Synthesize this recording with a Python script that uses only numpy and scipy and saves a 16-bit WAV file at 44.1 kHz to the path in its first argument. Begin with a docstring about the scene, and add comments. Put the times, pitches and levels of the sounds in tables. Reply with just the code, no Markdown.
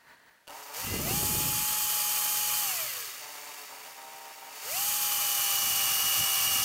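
"""A cordless drill bores into a steel chassis on a bench, close to one microphone.
The trigger chops the motor into a buzzing crawl, opens to a full whine, eases off, then opens again.
Tones locked to the shaft angle make the whine; grainy noise makes the rush of brushes and teeth.
The motor sags as the bit bites; low turbulent noise buffets the microphone.
The resting bit first rubs and squeaks on the steel, then the slack gears knock."""
import sys
import numpy as np
from scipy import signal
from scipy.fft import rfft, irfft
from scipy.io import wavfile
from scipy.ndimage import uniform_filter1d

SR = 44100
rng = np.random.default_rng(int(sys.argv[2]) if len(sys.argv) > 2 else 0)


def to_wav(sig):
    """Store sig (one row per channel, or 1-D mono) as 16-bit WAV at the path in sys.argv[1].

    Samples outside -1..1 are clipped; the rate is SR.
    """
    pcm = np.clip(np.atleast_2d(sig), -1, 1) * 32767
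    pcm = np.round(pcm).astype(np.int16)
    wavfile.write(sys.argv[1], SR, pcm.T)  # frames by channels


N = 292824
TIME = np.arange(N) / SR
FULL_HZ = 285.6  # reference full speed, turns per second


def amp(db):
    """Level law: converts decibels to an amplitude gain."""
    return 10 ** (np.asarray(db) / 20)


def unit(x):
    """Power normalisation: scales a signal to rms 1."""
    return x / np.sqrt(np.mean(x ** 2) + 1e-20)


def colour(x, points):
    """Spectral shaping: filters by (Hz, dB) points joined along log frequency, then scales to rms 1."""
    hz, db = np.transpose(points)
    log_hz = np.log(np.fft.rfftfreq(N, 1 / SR) + 1)
    gain = amp(np.interp(log_hz, np.log(hz), db))
    return unit(irfft(rfft(x) * gain, N))


def wander(hz):
    """Low-passed randomness: slow chance of rms 1, up to about the given rate."""
    steps = rng.standard_normal(4096)
    rates = np.fft.rfftfreq(4096, TIME[-1] / 4096)
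    smooth = irfft(rfft(steps) / (1 + (rates / hz) ** 2))
    return unit(np.interp(TIME, np.linspace(0, TIME[-1], len(steps)), smooth))


def add(mix, s, sound):
    """Superposition: lays a sound into the mix at time s."""
    part = mix[round(s * SR):][:len(sound)]
    part += sound[:len(part)]


def swell(start, end, rise_s, fall_s):
    """Gaussian envelope: rounded attack, hold from start to end, and release, 0-1."""
    before = np.minimum(TIME - start, 0) / rise_s
    after = np.maximum(TIME - end, 0) / fall_s
    return np.exp(-before ** 2 - after ** 2)


def swells(table):
    """Power addition: joint level of overlapping swells."""
    return np.sqrt(sum((amp(db) * swell(s, s, rise, fall)) ** 2 for s, rise, fall, db in table))


# Background spectrum of the quiet room. Each row: frequency in Hz, relative density in dB per Hz.
ROOM_SPECTRUM = [(30, -37), (100, -2), (300, -10), (600, 4), (2000, -1), (5000, -5), (15500, -10)]


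def room(level_db=-68):
    """Ambient noise: a steady random floor of fixed spectrum."""
    return amp(level_db) * colour(rng.standard_normal(N), ROOM_SPECTRUM)


# Strokes of the bit over the steel. Each row: peak in seconds, rise in seconds, fall in seconds,
# level in dB.
SLIDES = [(.115, 0.05, .04, -54), (.22, 0.42, 0.21, -59.5)]
# Spectrum of the rubbing. Each row: frequency in Hz, relative density in dB per Hz.
SLIDE_SPECTRUM = [(40, -16), (170, -8), (300, -9), (820, -9), (935, 1), (1030, -7), (1350, -7), (1550, 0),
                  (1850, 2.5), (2150, -8), (3700, -16.5), (4400, -11), (5000, -20.5), (15000, -28)]


def slide(catch_db=1.0):
    """Sliding friction: the tip of the resting bit rubs unevenly over the chassis as coloured noise."""
    catching = amp(catch_db * wander(60))
    return swells(SLIDES) * catching * colour(rng.standard_normal(N), SLIDE_SPECTRUM)


# Faint arching squeaks. 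Each row: start in seconds, length in seconds, top pitch in Hz before wavering,
# rms level at the crest in dB.
SQUEAKS = [(.01, .37, 16000, -73), (4.32, .17, 14850, -61), (4.31, 0.19, 16200, -62)]
SQUEAK_ARCH = .17  # share by which the pitch is lower at both ends


def squeaks(waver_hz=60.0):
    """Frequency modulation: thin whistles that rise and fall, as of the bit slipping on paint."""
    out = np.zeros(N)
    for s, length, top_hz, db in SQUEAKS:
        u = np.linspace(-1, 1, round(length * SR))
        hz = top_hz * (1 - SQUEAK_ARCH * u ** 2) + waver_hz * wander(200)[:len(u)]
        level = amp(db) * np.sqrt(2 * (1 - u ** 2))
        add(out, s, level * np.sin(2 * np.pi * np.cumsum(hz) / SR))
    return out


# Knocks of the gear slack. Each row: time in seconds, peak level in dB.
KNOCKS = [(0.472, -38), (.478, -31.5), (0.484, -33), (0.498, -34), (0.506, -34), (0.532, -36)]
# Modes of the case. 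Each row: frequency in Hz, relative level in dB, time to decay by 60 dB in seconds.
CASE = [(590, -12, 0.042), (930, -16, 0.025), (1490, -8, 0.014), (2860, -3, 0.01), (4640, -10, 0.013),
        (6700, -14, .01)]


def knocks(crack=0.47):
    """Impact excitation: gear teeth take up their slack and ring the decaying modes of the case."""
    t, out = TIME[:3000], np.zeros(N)
    for s, db in KNOCKS:
        ring = np.zeros(len(t))
        for hz, level, t60 in CASE:
            ring += amp(level - 60 * t / t60) * np.sin(2 * np.pi * (hz * t + rng.random()))
        hit = ring + crack * rng.standard_normal(len(t)) * np.exp(-t / 0.0022)
        add(out, s, amp(db) * hit / abs(hit).max())
    return out


# The hand leans on the bit. Each row: start in seconds, added load as a share of full load,
# settling time constant in seconds.
LEANS = [(1.77, .168, .1), (5.01, .872, .58)]


def pressure():
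    """Exponential settling: each lean of the hand builds up the load on the bit gradually."""
    load = np.zeros(N)
    for s, more, settle in LEANS:
        load += more * (1 - np.exp(-np.maximum(TIME - s, 0) / settle))
    return load


# Moves of the trigger finger. Each row: start in seconds, travel time in seconds,
# unloaded speed asked for in turns per second.
TRIGGER = [(.478, .003, 115.6), (.702, .063, 187.4), (.984, .125, 281.1), (2.595, .24, 194),
           (2.835, .33, 99.6), (3.557, .11, 88.6), (3.877, .01, 84.3), (4.472, .122, 116),
           (4.595, .149, 279)]
KICK_HZ, INERTIA_S = 70, .042  # speed asked for before the first move; time constant of the rotor's lag
SAG, WAVER = .0653, .0013  # shares of speed: lost under full load, rms wandering


def motor_speed(load):
    """First-order lag: the rotor follows the trigger with inertia, sags under load and wavers a little."""
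    asked = np.full(N, float(KICK_HZ))
    for s, travel, hz in TRIGGER:
        asked += (hz - asked) * np.clip((TIME - s) / travel, 0, 1)
    keep = np.exp(-1 / (INERTIA_S * SR))
    lagged = signal.lfilter([1 - keep], [1, -keep], asked)
    return lagged * (1 - SAG * load + WAVER * wander(6))


STALL_HZ = 50.5  # the rush grows with the speed above this stall, turns per second
TOUCH_S, TOUCH_RISE_S, UNTOUCHED_DB = 0.708, 0.047, -5.5  # weaker until the bit seats on the steel
# At the slowest crawl the friction drops a little further.
CRAWL_HZ, CRAWL_SPAN_HZ, CRAWL_DB = 95.6, 15, -2


def rush_db(law, speed, load):
    """Power law: friction noise grows with speed and load, and rises quickly as the bit seats."""
    full_db, slope_db, load_db = law
    pace = np.maximum((speed - STALL_HZ) / (FULL_HZ - STALL_HZ), .02)
    crawl = np.clip((CRAWL_HZ - speed) / CRAWL_SPAN_HZ, 0, 1)
    unseated = np.clip(1 - (TIME - TOUCH_S) / TOUCH_RISE_S, 0, 1)
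    driven_db = full_db + slope_db * np.log10(pace) + load_db * load
    return driven_db + CRAWL_DB * crawl + UNTOUCHED_DB * unseated


def bench(x, echo_db, t60):
    """Reverberation: adds dense short echoes from the steel box and the bench."""
    t = TIME[:4096]
    tail = rng.standard_normal(len(t)) * amp(-60 * t / t60) * (t > .001)
    tail = tail / np.linalg.norm(tail)
    return x + amp(echo_db) * signal.oaconvolve(x, tail)[:N]


# Level laws of the hiss and the rattle. Each holds: dB at full speed unloaded,
# dB per decade of speed above a stall, dB added by full load.
HISS_LAW = (-31, 22.04, 3.25)
RATTLE_LAW = (-39, 12.1, 4.26)
# Spectra of hiss and rattle at slow and fast turning. Each row: frequency in Hz,
# relative density in dB per Hz.
HISS_SLOW = [(2120, -18), (3600, -4), (4100, -12), (4530, 2.5), (4910, -4), (5420, -1.5), (5870, -4),
             (6600, -1), (7950, -6.5), (10300, -8), (11100, -13), (13700, -4), (15800, -9)]
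HISS_FAST = [(2120, -33), (3600, -5.5), (3880, -19), (4230, -3), (4640, -1.5), (5190, -4), (5730, -3),
             (6520, -0.5), (7160, -2.5), (8670, -3.5), (11000, -4.5), (12000, -1), (13500, 1.5),
             (15100, -1), (15800, -15)]
RATTLE_SLOW = [(40, -46), (120, -18), (300, -17), (500, -8), (850, -7), (1200, -1), (1600, -3.5),
               (2150, 2.5), (2500, -2), (2800, 2.5), (3200, -9.5), (3800, -8), (4500, -11.5)]
RATTLE_FAST = [(30, -33), (60, -10), (95, -16), (135, -5), (180, -16.5), (220, -20), (290, -11), (400, -10),
               (650, -3.5), (950, -3.5), (1170, 6.5), (1500, -1.5), (2000, -2.5), (2400, 1), (2950, 4.5),
               (3400, -5.5), (3800, -4), (4500, -11)]


def rush(speed, angle, load, throb=0.17, grain=0.21, flicker_db=-0.94, slow_hz=92.0, fast_hz=211.0):
    """Modulated friction noise: brushes scrape and teeth rattle in tiny grains, pulsing with each turn."""
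    fast = np.clip((speed - slow_hz) / (fast_hz - slow_hz), 0, 1)
    beat = 1 + throb * (np.cos(angle) + 0.41 * np.cos(3 * angle)) / 2
    hiss = (HISS_LAW, HISS_SLOW, HISS_FAST)
    rattle = (RATTLE_LAW, RATTLE_SLOW, RATTLE_FAST)
    out = np.zeros(N)
    for law, slow_colour, fast_colour in (hiss, rattle):
        clumps = unit(uniform_filter1d(rng.standard_normal(N), size=14))
        grains = rng.standard_normal(N) * np.exp(grain * clumps)
        scrape = bench(grains * beat * amp(flicker_db * wander(90)), echo_db=-7.5, t60=0.078)
        shaped = (1 - fast) * colour(scrape, slow_colour) + fast * colour(scrape, fast_colour)
        out += amp(rush_db(law, speed, load)) * shaped
    return out


# Spells of buzzing with the trigger half pressed. Each row: start in seconds, end in seconds,
# level in dB, unsteadiness in radians rms.
BUZZES = [(0.487, .66, -49.5, 0.45), (.71, 0.793, -47.5, 1.11), (0.835, 1.027, -52, 0.44),
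          (3.23, 3.635, -52, .5), (3.71, 3.907, -52.5, 1.05), (3.973, 4.308, -52, .08),
          (4.392, 4.574, -52.5, 0.65), (4.645, 4.684, -49.5, 1.2)]
BUZZ_RISE_S, BUZZ_FALL_S = 0.033, 0.025


def buzzing():
    """Envelope following: level and unsteadiness of the trigger's buzz, from its spells."""
    spells = np.array([swell(start, end, BUZZ_RISE_S, BUZZ_FALL_S) for start, end, _, _ in BUZZES])
    _, _, db, unsteady = np.transpose(BUZZES)
    level = (amp(db)[:, None] * spells).max(axis=0)
    return level, unsteady @ spells / (spells.sum(axis=0) + 1e-9)


def chopping(full_db=-38.0):
    """Duty control: how far the trigger chops the current, 0-1; chopping breaks up the steady tones."""
    return np.clip(buzzing()[0] / amp(full_db), 0, 1) ** 2


# Tooth-mesh tones that excite the gearbox. Each row: multiple of the shaft speed,
# drive level in dB before the gain of the resonances.
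MESHES = [(8.83, -36), (10.91, -39.5), (15, -47.5)]
# Resonances of the gearbox. Each row: frequency in Hz, half-width in Hz, gain in dB.
RING = [(2794, 74, 5), (2310, 51, -1.5), (2030, 52, -6.5)]


def gearbox_ring(speed, angle, flutter_db=0.5, blur=0.54, chopped_db=-6.5, full_hz=262.6):
    """Resonance: below full_hz, each tooth-mesh tone flares as it crosses a gearbox resonance."""
    out = np.zeros(N)
    for teeth, mesh_db in MESHES:
        nearness = sum(amp(db) / (1 + ((teeth * speed - hz) / width) ** 2) for hz, width, db in RING)
        coarse = teeth < 12  # the coarse stages need steady drive
        level_db = mesh_db + flutter_db * wander(40) + chopped_db * chopping() * coarse
        out += nearness * amp(level_db) * np.cos(teeth * angle + blur * wander(26))
    return out * np.clip((full_hz - speed) / 10, 0, 1)


# Modes of the drill's body. Each row: frequency in Hz, bandwidth in Hz, relative gain in dB.
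HOUSING = [(307, 25, -12.5), (439, 7.6, -2), (629, 28, 2.5), (783, 36, 6.5), (908, 39, 9),
           (1160, 210, -9.5), (1780, 380, -38)]


def housing(x):
    """Modal response: the body of the drill rings in a few damped modes, scaled to rms 1."""
    out = np.zeros(N)
    for hz, width, db in HOUSING:
        b, a = signal.iirpeak(hz, hz / width, fs=SR)
        out += amp(db) * signal.lfilter(b, a, x)
    return unit(out)


CHOP_HZ = 143.7  # rate at which the trigger chops the current


def buzz(angle, chop_db=-2.0, jitter=0.4, smear=0.355):
    """Sidebands: chopped current kicks the rotor; beating with six-fold commutation adds a gliding stack."""
    level, shake = buzzing()
    chop = 2 * np.pi * CHOP_HZ * TIME
    kicks = sum(np.cos(k * chop - smear * k ** 2) for k in range(1, 16))
    commutation = 6 * angle + shake * wander(44)
    beats = sum(np.cos(commutation + k * chop - smear * k ** 2) for k in range(-2, 12))
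    torque = (beats + amp(chop_db) * kicks) * (1 + jitter * wander(170))
    return level * housing(torque)


def partials(table, angle, load, play, flutter_db):
    """Additive synthesis: tones locked to the shaft; load shifts their weights and play blurs them."""
    out, slack = np.zeros(N), wander(36)
    for multiple, free_db, loaded_db in table:
        level = (1 - load) * amp(free_db) + load * amp(loaded_db)
        unsteady = min(multiple / 10, 1)  # the low orders are the cleanest
        phase = multiple * (angle + play * (slack + wander(51))) + rng.uniform(0, 2 * np.pi)
        flutter = amp(flutter_db * unsteady * wander(44))
        out += flutter * level * np.sqrt(2) * np.cos(phase)
    return out


# Tones of the motor shaft. Each row: multiple of the shaft speed, rms level in dB running free,
# rms level in dB under load, both at top speed before flutter and torque.
MOTOR = [(3.013, -44.5, -47), (4.11, -59, -59), (6.1, -65, -79), (9.92, -53, -78), (11.3, -71, -65),
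         (12.02, -55, -50), (16.88, -67, -65), (17.68, -66, -46.5), (21.97, -50.5, -41),
         (24.16, -42.5, -42), (27.55, -47, -53), (28.17, -53, -71), (30.37, -45, -49), (29.2, -47, -74),
         (31.5, -46.5, -50), (34.6, -52, -67.5), (35.4, -47, -55.6), (37.9, -46, -43), (45.2, -41, -41),
         (43, -46, -61.8), (47.2, -53.5, -58), (51.3, -51.5, -71)]
# Tones of the planetary gears. Each row: multiple of the shaft speed, rms level in dB running free,
# rms level in dB under load, both at top speed before flutter.
GEARS = [(0.65, -62, -96), (6.65, -58.5, -51.5), (8.77, -50.5, -47.5), (10.62, -56, -42),
         (10.88, -53, -42.5), (11.05, -79, -35), (11.26, -50, -46), (13.02, -69, -50.5), (17.1, -54.5, -53),
         (17.35, -63, -69), (20.73, -82, -43.5), (22.45, -104, -42.5), (33.76, -52, -40.5)]
COAST_FLUTTER_DB = 2.5  # slack teeth make the tones come and go while the motor slows
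DEAD_HZ, DEAD_WIDTH_HZ, DEAD_DB = 548, 28, -9  # the body hardly radiates the main whine at this pitch


def whine(speed, angle, load, low_fade_db=36.0, high_fade_db=93.0, gear_fade_db=44.0, surge_db=6.5,
          coast_db=-1.5, chopped_db=-3.0, silent_hz=120.0, sure_hz=153.0):
    """Order tones: shaft and gear tones grow with speed; surging torque swells the lowest, coasting thins."""
    slowness = np.log10(speed / speed.max())  # decades below top speed; fades are in dB per decade
    gain_rate = uniform_filter1d(np.gradient(speed), size=2000) * SR  # Hz per second
    surge = np.clip(gain_rate / 700, 0, 1)
    coast = np.clip(-gain_rate / 300, 0, 1)
    torque_db = surge_db * surge * (speed / FULL_HZ) ** 2
    torque_db = torque_db + coast * (coast_db + COAST_FLUTTER_DB * wander(25))
    main_hz = MOTOR[0][0] * speed
    dead_db = DEAD_DB * (1 - surge) / (1 + ((main_hz - DEAD_HZ) / DEAD_WIDTH_HZ) ** 2)
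    low = partials(MOTOR[:3], angle, load, play=0.01, flutter_db=-0.5)
    low *= amp(low_fade_db * slowness + torque_db + dead_db)
    high = partials(MOTOR[3:], angle, load, play=0.018, flutter_db=1.0) * amp(high_fade_db * slowness)
    gears = partials(GEARS, angle, load, play=0.019, flutter_db=2.0)
    gears *= amp(gear_fade_db * slowness + coast * COAST_FLUTTER_DB * wander(23))
    spinning = np.clip((speed - silent_hz) / (sure_hz - silent_hz), 0, 1)  # no whine at a crawl
    return (low + high + gears) * amp(chopped_db * chopping()) * spinning


# Gusts on the microphone. Each row: peak in seconds, rise in seconds, fall in seconds,
# level in dB before a common trim.
GUSTS = [(.94, .08, .13, -36), (1.12, .09, .19, -35.7), (1.37, .14, .23, -38.3), (1.83, .02, .05, -56),
         (5.66, .06, .45, -53), (6.05, .04, .05, -52), (6.2, .02, .04, -45), (6.58, .17, .15, -49)]
# Spectrum of the moving air. 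Each row: frequency in Hz, relative density in dB per Hz.
AIR = [(20, -21), (50, -1.5), (100, 4), (160, 3), (300, -5), (450, -24), (800, -28), (1600, -39)]
# Spectrum of small eddies in the strongest gusts. Each row: frequency in Hz, relative density in dB per Hz.
EDDIES = [(60, -32), (200, -5), (350, 6), (600, -5), (900, -7.5), (2000, -51)]
FAN_AIR_DB = -76  # breeze of the cooling fan at full speed; its amplitude grows with the cube of the speed


def draught(speed, level_db=0.3, gust_db=2.0, eddy_db=-9.0, eddy_growth=1.0):
    """Turbulence: lumpy low pressure noise at the microphone, brighter in the strongest gusts."""
    pace = speed / FULL_HZ
    flow = amp(level_db) * swells(GUSTS) + amp(FAN_AIR_DB) * pace ** 3
    force = flow * unit(amp(gust_db * wander(60)))
    eddy_level = amp(eddy_db) * (force / amp(-40.5)) ** eddy_growth
    eddies = eddy_level * colour(rng.standard_normal(N), EDDIES)
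    return force * (colour(rng.standard_normal(N), AIR) + eddies)


def scene(bite=1.15):
    """Superposition: the drill, the air and the quiet room, alike in both channels."""
    load = pressure()
    speed = motor_speed(load)
    angle = 2 * np.pi * np.cumsum(speed) / SR
    running = np.clip((TIME - .475) / 0.021, 0, 1)
    tone_load = np.clip(load, 0, 1) ** bite
    drill = rush(speed, angle, load) + gearbox_ring(speed, angle) + buzz(angle)
    drill = drill + whine(speed, angle, tone_load)
    mono = room() + slide() + squeaks() + knocks() + running * (drill + draught(speed))
    return np.array([mono, mono])


EDGE_HZ = 15850  # upper edge of the band


def record(dry):
    """Band limiting: a symmetric low-pass removes what lies above the edge."""
    low_pass = signal.firwin(511, EDGE_HZ, window=("kaiser", 9), fs=SR)
    return signal.oaconvolve(dry, low_pass[None], "same")


dry = scene()
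out = record(dry)
to_wav(out)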